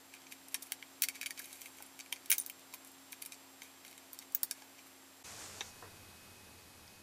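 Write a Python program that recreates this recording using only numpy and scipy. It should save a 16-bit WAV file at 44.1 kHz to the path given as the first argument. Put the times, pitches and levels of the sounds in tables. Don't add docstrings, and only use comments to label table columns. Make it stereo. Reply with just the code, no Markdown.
import sys
import numpy as np
from scipy import signal
from scipy.fft import rfft, irfft, next_fast_len
from scipy.io import wavfile
from scipy.ndimage import uniform_filter1d

SR = 44100
rng = np.random.default_rng(int(sys.argv[2]) if len(sys.argv) > 2 else 0)


def transcribe(signal):
    frames = np.atleast_2d(signal).T
    limited = np.clip(frames, -1, 1)
    pcm = np.round(limited * 32767).astype(np.int16)
    wavfile.write(sys.argv[1], SR, pcm)


def ratio(d):
    e = np.asarray(d, float) / 20
    return 10 ** e


N = 309582

# [t/s, level/dB, blade share/dB, brittleness/dB]
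CRUNCHES = [(.138, -49.5, 8, 0), (.2675, -50.5, 8.5, -17), (0.5465, -31.5, 6.5, -22), (.6293, -49, -17, 10),
            (0.6688, -57, 10, 6), (0.824, -64, 4, -2), (1.0203, -39, -5, 2), (1.0318, -32, 2, 0),
            (1.2255, -51, 7, -15), (1.27, -49, 1, -5), (1.376, -42.5, 6, -10), (1.4564, -52, 6, 7),
            (1.785, -53, 8, 3), (1.9912, -44.5, 9, 2), (2.0003, -42, 1.5, -7), (2.16, -47, 3, -9),
            (2.259, -43, -5, 0), (2.2997, -42.5, 1, 10), (2.3055, -31, 6, 0), (2.3175, -38, 5, 1),
            (2.3254, -27, 3, 4), (2.4115, -45, -11, 2), (2.3009, -43, 9, 4), (3.343, -44, -19, -15),
            (3.619, -44, 9.5, -5), (3.6322, -47.5, -15, 0), (3.8796, -43.5, -10, -12), (4.621, -49, 6, -9),
            (4.7906, -56, 12, -15), (3.928, -48.5, 2, -12), (3.9782, -48, 5, -2), (2.123, -44, 0, 0),
            (4.4312, -46, -15, 17), (1.3123, -51, 1, -5), (2.3306, -47, -7, 3)]
TEARS = [(0.149, -58, 1, 7), (0.312, -52, 4, -5), (0.3227, -50, -3, 8), (0.484, -49, -14, 10.5),
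         (0.6232, -38, -19, 2), (1.022, -36, -8, -5), (1.0392, -26, 6.5, -4), (1.0415, -33, -4, 6),
         (1.1547, -46, 6, 2), (1.3016, -49, 7, -1), (1.417, -48, -4, 2), (1.443, -41, -8, -1),
         (1.5589, -55, -6, 5), (1.658, -45, 11.5, 3), (1.8622, -59, -11, 14), (2.435, -48, -17, -1),
         (2.332, -36.5, 11.5, 5), (2.4135, -42, -13, 2), (2.7368, -46, 3, -3), (2.8734, -62, -6, 14),
         (3.1266, -49.5, -9, 7), (3.2193, -48, 4, 12.5), (3.3207, -35.5, -2.5, -8), (4.224, -48, 4, -2),
         (4.346, -51, -13, -4), (4.1454, -50, -6, 3), (4.3216, -49, -8, 2), (1.6348, -56, 3, -3)]
FLAKES = [(.1665, -57.5, 12.5, -8), (.218, -52, 4, -10), (2.061, -55, 12, -1), (2.7266, -48, -15, -10),
          (2.917, -62, -8, 9), (3.8665, -56, -4, 5), (3.912, -50, 0, 0), (2.3809, -38, -13, 2),
          (.626, -43.5, -15, 0), (0.8258, -49.5, 19, -9), (1.3885, -55, 3, -8), (1.3954, -43.5, -2, 4),
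          (1.61, -58, -8, 8), (1.665, -54, 2, 4), (1.671, -57, -6, 4), (1.771, -63, -10, 12),
          (1.4225, -54, -3, 4), (2.4478, -52, -10, -4), (2.4676, -53, -15, 4), (2.594, -57, -8, 2),
          (2.7383, -45.5, 4.5, 0), (2.7442, -48, 0, 5), (3.2627, -48, -3, 0), (4.3515, -48, -8, 4),
          (4.4379, -50, -15, 8), (1.0896, -41, 2, -3), (0.5487, -39, 8, -5)]
# [shower t60/s, topmost over crisp zone/dB]
FRACTURE_KINDS = [
    (0.0079, 0.5),
    (0.012, -6),
    (0.0071, 2),
]
# [t/s, level/dB, blade share/dB, brittleness/dB, topmost zone/dB]
SNAPS = [(.5436, -33, 1, 8.5, -12), (.7202, -33.5, 4.5, 3.5, 0), (.7208, -36, 1, -5, 0),
         (1.021, -25, -9, -1, 12), (1.0222, -30, 3, -3, 0), (1.0364, -28, -1, 0, 5),
         (1.0371, -32, -10, -3, 3), (1.0858, -30.5, -1, 0.5, -2), (1.0863, -33.5, 1.5, 0, -3),
         (1.2125, -39, 8, -6, 2), (1.214, -36, -2, -7, 6), (1.2205, -44, 6, -15, 0),
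         (1.2302, -40, 1, -5, 0), (1.2366, -46, 8, -4, 0), (1.2599, -38, 9, -6, 0),
         (1.2612, -35, -12, -4, 0), (1.266, -36, 2, 0, -6), (1.3069, -35.5, -2, -3, 1),
         (1.3926, -43, 1, -1, 5), (1.529, -43.5, -21, 2.5, 0), (1.6167, -43.5, 2.5, -2, 3),
         (1.824, -46.5, 0, 2.5, 4),
         (2.0068, -40, -3, -20, -2), (2.126, -32, -5, 0, -2), (2.3029, -32.5, 3, 6, 13.5),
               (2.316, -20.5, 1.5, 3, -12), (2.3239, -33.5, 6, 7, -3), (2.327, -32, 3, 0, 0),
               (2.3823, -30.5, -19, -1, 7), (2.3847, -41, -11, 3, 5), (2.389, -47, -23, 10, 0),
               (2.421, -50, -14, 2, 4), (2.4628, -41, -24, 2, 7), (2.4984, -44, 7, 4, 6),
               (2.848, -55, -3, 10, 0.5), (3.1292, -45, 11.5, -20, 0), (3.251, -47, -7, 1, 0),
               (3.2603, -42.5, -1, 7, -3), (3.8491, -47.5, 7.5, -7, 6), (4.1316, -47, -14, 3, 9),
               (4.1892, -38, -29, -3, 0), (4.3482, -41, -4, 2, 12), (4.3496, -37, -8, -1, 6),
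               (4.4321, -33.5, -24, 13, 3.5), (4.5112, -30.5, -10.5, 1, -5), (3.2229, -42.5, 2.5, 9, -8)]
# [loudest t/s, length/s, level/dB, brightness/dB]
RUBS = [(0.14, 0.11, -63.5, -17), (0.322, 0.028, -54, -3), (0.525, 0.049, -69, 4), (0.626, 0.045, -71, 8),
        (3.904, .1, -71, -2), (1.47, .25, -74, 3), (0.664, .04, -73, 8), (1.425, 0.028, -75, 7),
        (1.555, .04, -77, 10), (1.034, 0.027, -42, -4), (1.156, 0.053, -53, -10), (1.384, 0.073, -58.5, -6),
        (1.444, 0.07, -68, -4), (1.522, 0.2, -67, -3), (1.643, 0.31, -71, 3), (1.81, 0.22, -70, -5),
        (2.166, 0.034, -60, -12), (2.331, 0.058, -48, 2), (2.741, 0.024, -56.5, 1.5),
        (2.871, 0.04, -73.5, 9), (3.124, 0.017, -66, 14), (3.227, 0.045, -64, -10), (3.331, 0.033, -59, -3),
        (3.648, 0.13, -65, -6), (3.865, 0.037, -65, -4), (4.22, 0.031, -61, -6), (4.575, 0.25, -68, -5),
        (4.786, 0.019, -54, -15), (4.869, 0.045, -70.5, 4)]
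# [t/s, peak level/dB, f/Hz]
KNOCKS = [(0.55, -44, 1040), (.7205, -49, 840), (1.4, -38.5, 1700), (1.1, -38, 2250), (1.2301, -37, 1750),
          (1.2302, -39, 2400), (1.0859, -31.5, 2250), (2.3242, -30, 2330), (2.2998, -31, 2880),
          (1.804, -50, 1500), (1.8046, -45.5, 806), (2.1255, -43, 940), (2.1259, -25.5, 3130),
          (2.1264, -29, 2360), (2.324, -38, 1600), (1.3072, -37, 1860), (.7205, -55, 1500),
          (0.55, -44, 1790), (.544, -41, 3500), (2.316, -50, 1100), (2.737, -44.5, 1030), (3.13, -54, 970),
          (3.62, -52, 900), (4.3476, -14, 15700), (4.348, -45.5, 1600), (4.349, -10, 14800),
          (4.349, -43, 2500), (4.3494, -29, 6600), (4.4324, -46.5, 890), (4.432, -50, 1200),
          (4.433, -29.5, 4500), (4.433, -41.5, 1840), (4.5102, -35, 4600), (4.512, -42.5, 1650),
          (4.621, -51, 860), (5.824, -42, 1060), (5.8745, -51, 190), (1.0209, -18, 13300),
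          (2.3028, -20, 13600), (2.4, -18, 9500), (1.0366, -32, 2390), (1.2608, -40, 2400),
          (1.215, -40, 2460), (4.4326, -23, 10100), (4.349, -22, 13000), (6.879, -45, 4900)]
# [t/s, board level/dB, steel share/dB, t60/s]
KNIFE_TAPS = [
    (5.607, -32, 1, 0.017),
    (5.6114, -36, -14, 0.026),
    (6.877, -67.5, 15, 0.0075),
]
# [t/s, pressure level/dB, slow over fast rub/dB]
GLOVE_SLIDE = [
    (5.237, -52.5, -6),
    (5.3, -53.5, -4),
    (5.43, -51.5, -5),
    (5.54, -54, -8),
    (5.62, -53.5, 1),
    (5.69, -56.5, 1),
    (5.74, -69, 3),
    (5.85, -66, 0),
]

# [f/Hz, width/Hz, level/dB]
BLADE_MODES = [(1645, 200, -6), (2130, 228, 2), (2400, 200, 5.5), (2705, 230, -1.5), (3120, 320, -3)]
SHEET_MODES = [(3780, 170, 0.5), (4604, 230, 1.5), (5660, 390, -0.5), (6370, 290, 2.5), (7000, 260, -3),
               (7650, 320, -1), (8570, 240, -7)]
CRISP_MODES = [(9180, 480, 2.5), (10170, 750, 3.5), (11000, 750, 0.5), (12000, 640, -2)]
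TOPMOST_MODES = [(12400, 600, -2), (13360, 530, 0), (13370, 380, 7.5), (14200, 600, 0.5), (14900, 400, 0),
                 (15350, 400, 3), (16300, 360, -13)]
AIR_MODES = [(5500, 5500, 0)]
# [f/Hz, width/Hz, level/dB]
BOARD_MODES = [(390, 130, -2.5), (800, 160, 0), (1030, 150, 0), (1280, 200, -7), (1560, 180, -3),
               (1860, 180, 1), (2190, 280, -0.5), (2560, 260, 3.5)]
STEEL_MODES = [(3100, 400, -4), (3690, 240, 1.5), (4050, 300, -3.5), (4600, 600, -9), (5440, 450, -10),
               (5960, 320, -2), (7300, 500, -16)]
BLOCK_MODES = [(295, 71, -2.5), (470, 150, -3.5), (800, 150, -5), (1060, 180, -3), (1420, 100, -3),
               (1580, 91, -7), (1830, 110, -3)]

# [f/Hz, level/dB per Hz]
HISS = [(2500, -42), (3400, -6), (5000, -4), (7400, 0.5), (10000, -8), (14000, -21)]
SCRAPE = [(150, -18), (300, -3.5), (700, 1.5), (2500, -1.5), (3500, -5), (5000, -40)]
DRAG = [(3000, -40), (4300, -8), (5800, -5), (7000, -5), (9000, -25)]

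# [t/s, rms level/dB]
WHINE_LEVEL = [(5.25, -65), (5.6, -76), (5.75, -66.5), (7.02, -69)]
# [t/s, level/dB]
BACKGROUND_GAIN = [(0, 2), (.6, 3), (2, 3), (5.2, 2.5), (7.02, -1)]
# [f/Hz, level/dB per Hz]
COUNTER_NOISE = [(25, -25), (60, -18), (90, -14), (125, -6.5), (200, -1), (330, -0.5), (500, -0.5),
                 (800, 3), (1400, 0.5), (2500, 0), (5000, -2.5), (10000, -6.5), (14500, -7)]
TABLE_NOISE = [(20, -11), (60, -17), (92, 0.5), (130, -9), (230, -6), (430, -9), (800, -9), (1500, -11.5),
               (3200, -16), (4650, -15.5), (6000, -18), (12500, -20), (14500, -23)]
# [f/Hz, correlation]
COUNTER_ALIKE = [(60, 1), (300, 0.91), (640, 0.72), (1400, 0.17), (3100, 0.041), (6800, 0.21),
                 (15000, 0.76)]
TABLE_ALIKE = [(60, 1), (130, 0.93), (290, 0.55), (640, 0), (1400, 0), (3100, 0.46), (6800, 0.92),
               (15000, 0.99)]
# [f/Hz, rms level/dB, unsteadiness/Hz]
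COUNTER_LINES = [(90, -80, 3), (269.5, -66, 1), (332, -78, 2), (360, -76, 1), (720, -80, 3), (2518, -82, 2),
                 (7556, -68.5, 1)]
TABLE_LINES = [(87.7, -65.5, 4.4), (840, -75, 2.47), (4650, -76, 24.3)]
# [f/Hz, t60/s]
WALLS = [(800, 0.074), (2400, 0.056), (6000, 0.078), (15000, 0.06)]
# [t out/s, t in/s, t fully in/s]
CHANGE = (5.2298, 5.237, 5.247)
# [f/Hz, level/dB]
TREBLE_GATE = [(14400, -82), (15250, -79), (15400, -62), (16000, -66), (16100, -59.5), (16700, -57),
               (17000, 0)]


def unit(x):
    return x / np.sqrt(np.mean(x ** 2) + 1e-20)


def along(points, hz):
    f, v = np.transpose(points)
    return np.interp(np.log(hz + 1), np.log(f + 1), v)


def wobble(rate):
    knots = rng.standard_normal(round(N / SR) * 60)
    return np.interp(np.arange(N) * rate / SR, np.arange(len(knots)), knots)


def filtered(x, response):
    m = next_fast_len(N + SR // 2)
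    return irfft(rfft(x, m) * response(np.fft.rfftfreq(m, 1 / SR)), m)[..., :N]


def ringing(x, modes):
    def response(f):
        h = 0
        for k, (centre, width, db) in enumerate(modes):
            resonance = 1j * f * width / (centre * centre - f * f + 1j * f * width)
            h = h + (-1) ** k * ratio(db) * resonance
        return h / np.sqrt(np.mean(np.abs(h) ** 2))
    return filtered(x, response)


def rush(spectrum, alike):
    def mid_side(hz):
        turn = np.arccos(np.clip(along(alike, hz), -1, 1)) / 2
        return ratio(along(spectrum, hz)) * [np.cos(turn), np.sin(turn)]
    mid, side = filtered(rng.standard_normal((2, N)), mid_side)
    return unit(np.array([mid + side, mid - side]))


def bursts(times, db, t60, snap_db):
    t = np.arange(SR // 20) / SR
    t60 = np.maximum(t60, .002)[:, None]
    unevenness = uniform_filter1d(rng.standard_normal((len(times), len(t))), size=16)
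    clumps = ratio(2.5 * 4 * unevenness)
    swell = (1 - np.exp(-t / (0.028 * t60))) * ratio(-60 * t / t60)
    swell = swell * np.sqrt(0.0072 / t60)
    where = ((times * SR).astype(int)[:, None] + np.arange(len(t))).ravel()
    out = []
    for level, snap in zip(db, snap_db):
        shower = rng.standard_normal(clumps.shape) * clumps * swell
        shower[:, 0] = -ratio(snap) * 0.0042 / t60[:, 0]
        out.append(np.bincount(where, (ratio(level)[:, None] * shower).ravel(), N + SR)[:N])
    return out


def cracks():
    rows = []
    for table, kind in zip([CRUNCHES, TEARS, FLAKES], FRACTURE_KINDS):
        rows += [(*row, *kind) for row in table]
    snap_t60_s = 0.0055
    rows += [(*row, snap_t60_s, top_db) for *row, top_db in SNAPS]
    s, db, blade_db, brittle_db, t60, top_db = np.transpose(rows)

    topmost_db = db + 1.03 * brittle_db + top_db - 1.5
    levels = [db + 0.32, db + blade_db - 4.5, db + brittle_db - .6, topmost_db]
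    showers = bursts(s, levels, t60, snap_db=[15, 20, 15, 13])
    bodies = [SHEET_MODES, BLADE_MODES, CRISP_MODES, TOPMOST_MODES]

    start = (s * SR).astype(int)
    steps = np.bincount(start, -ratio(db + 8) * (0.0044 / t60) ** 1.1, N)
    sparks = np.bincount(start, -ratio(db + brittle_db + 10) * (0.005 / t60) ** 0.84, N)
    air = ringing(steps, AIR_MODES) + ringing(sparks, [(11500, 9600, 0)])
    dry = air + sum(map(ringing, showers, bodies))

    echo_s, echo_db = .0013, -17.5

    def radiated(f):
        thin = (1j * f / (1j * f + 900)) ** 2
        return thin * (1 + ratio(echo_db) * np.exp(-2j * np.pi * f * echo_s))
    return filtered(dry, radiated)


def rubs():
    t, dull, bright = np.arange(N) / SR, np.zeros(N), np.zeros(N)
    rise_share = 0.41
    for s, length, db, bright_db in RUBS:
        rise, fall = rise_share * length, (1 - rise_share) * length
        distance = np.where(t < s, (s - t) / rise, (t - s) / fall).clip(0, 9)
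        stroke = ratio(db - 20 * distance)
        dull += stroke
        bright += stroke * ratio(bright_db)
    clumps = ratio(17.1 * uniform_filter1d(rng.standard_normal(N), size=30))
    grit = rng.standard_normal((3, N)) * clumps
    low = ringing(dull * grit[0], SHEET_MODES) + ratio(2.0) * ringing(dull * grit[1], BLADE_MODES)
    return low + ratio(8.0) * ringing(bright * grit[2], [(11200, 9800, 0)])


def knocks():
    out, t = np.zeros(N + SR), np.arange(SR // 10) / SR
    for s, db, hz in KNOCKS:
        t60 = 0.029 * (1000 / hz) ** 0.72
        envelope = ratio(db - 60 * t / t60) * (1 - np.exp(-t / 0.0001))
        out[round(s * SR):][:len(t)] += envelope * np.sin(2 * np.pi * hz * t)
    return filtered(out[:N], lambda f: (1j * f / (1j * f + 150)) ** 2)


def board():
    s, db, steel_db, t60 = np.transpose(KNIFE_TAPS)
    blows = bursts(s, [db, db + steel_db], t60, snap_db=[8, 6])
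    rock = np.arange(4)
    block_s, rock_s, block_t60_s = 5.823, .016, 0.03
    block_db, rock_loss_db = -43, 4.5
    blows += bursts(block_s + rock_s * rock, [block_db - rock_loss_db * rock],
                    block_t60_s * 1.08 ** rock, snap_db=[7])
    bodies = [BOARD_MODES, STEEL_MODES, BLOCK_MODES]
    ranges = [[(1690, 3500, 0)], [(4600, 4800, 0)], [(700, 1600, 0)]]
    return sum(ringing(ringing(blow, modes), soft) for blow, modes, soft in zip(blows, bodies, ranges))


def slide():
    s, db, slow_db = np.transpose(GLOVE_SLIDE)
    t = np.arange(N) / SR
    pressure = ratio(np.interp(t, s, db, -120, -120) + .8 * wobble(33))
    slow = 1 / (1 + ratio(-2 * np.interp(t, s, slow_db)))
    alike = [(3000, .75), (7000, 0.88), (15000, .98)]
    fast_rub = rush(HISS, alike) + ratio(-3) * rush(SCRAPE, [(300, 0.84), (1000, 0.9)])
    slow_rub = rush(DRAG, alike)
    return pressure * (np.sqrt(1 - slow) * fast_rub + np.sqrt(slow) * slow_rub)


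def room(x, alike):
    hop, out = SR // 3, np.zeros((2, N + SR))
    for start in range(0, N, hop):
        hz, t, z = signal.stft(rng.standard_normal((2, SR // 5)), SR, nperseg=128)
        decay = ratio(-60 * t / along(WALLS, hz)[:, None])
        a, b = signal.istft(z * decay, SR, nperseg=128)[1]
        tail = np.array([a + alike * b, a - alike * b]) / np.linalg.norm(a)
        echo = signal.fftconvolve(x[None, start:start + hop], tail, axes=1)
        out[:, start + 100:start + 100 + echo.shape[1]] += echo
    return out[:, :N]


def whine():
    t = np.arange(N) / SR
    level = ratio(np.interp(t, *np.transpose(WHINE_LEVEL)) + 1.5 + 1.4 * wobble(4.5))
    cycles = 2530 * t + np.cumsum(0.62 * wobble(12)) / SR
    return level * np.sin(2 * np.pi * cycles)


def background(spectrum, alike, lines, db):
    t = np.arange(N) / SR
    hum = 0
    for hz, level, drift in lines:
        swell = ratio(level - 1.5 + 0.81 * wobble(4.5))
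        cycles = hz * t + np.cumsum(drift * wobble(12)) / SR
        hum = hum + swell * np.sin(2 * np.pi * cycles)
    gain = ratio(np.interp(t, *np.transpose(BACKGROUND_GAIN)))
    return gain * (ratio(db) * rush(spectrum, alike) + hum)


def scene():
    t = np.arange(N) / SR
    near = cracks() + rubs() + board() + knocks()
    near = near * ratio([[.35], [-.35]]) + ratio(-6.5) * room(near, 0.49)
    before = np.interp(t, [CHANGE[0] - .001, CHANGE[0]], [1, .15])
    after = np.interp(t, CHANGE[1:], [0, 1])
    counter = background(COUNTER_NOISE, COUNTER_ALIKE, COUNTER_LINES, db=-59.5)
    table = background(TABLE_NOISE, TABLE_ALIKE, TABLE_LINES, db=-56)
    return near + before * (1 - after) * counter + after * (table + slide() + whine())


def treble_gate(x):
    hz, _, z = signal.stft(x, SR, nperseg=1024)
    power = np.mean(np.abs(z) ** 2, axis=0)
    power = uniform_filter1d(power, size=15, axis=0)
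    power = np.abs(uniform_filter1d(power, size=3, axis=1))
    loud_enough = power > ratio(along(TREBLE_GATE, hz))[:, None] ** 2
    kept = (hz[:, None] < TREBLE_GATE[0][0]) | loud_enough
    return signal.istft(z * kept, SR, nperseg=1024)[1][:, :N]


def top_cut(x):
    return signal.sosfilt(signal.butter(12, 17010, fs=SR, output="sos"), x)


def record(dry):
    mix = treble_gate(dry)
    return top_cut(mix)


dry = scene()
out = record(dry)
transcribe(out)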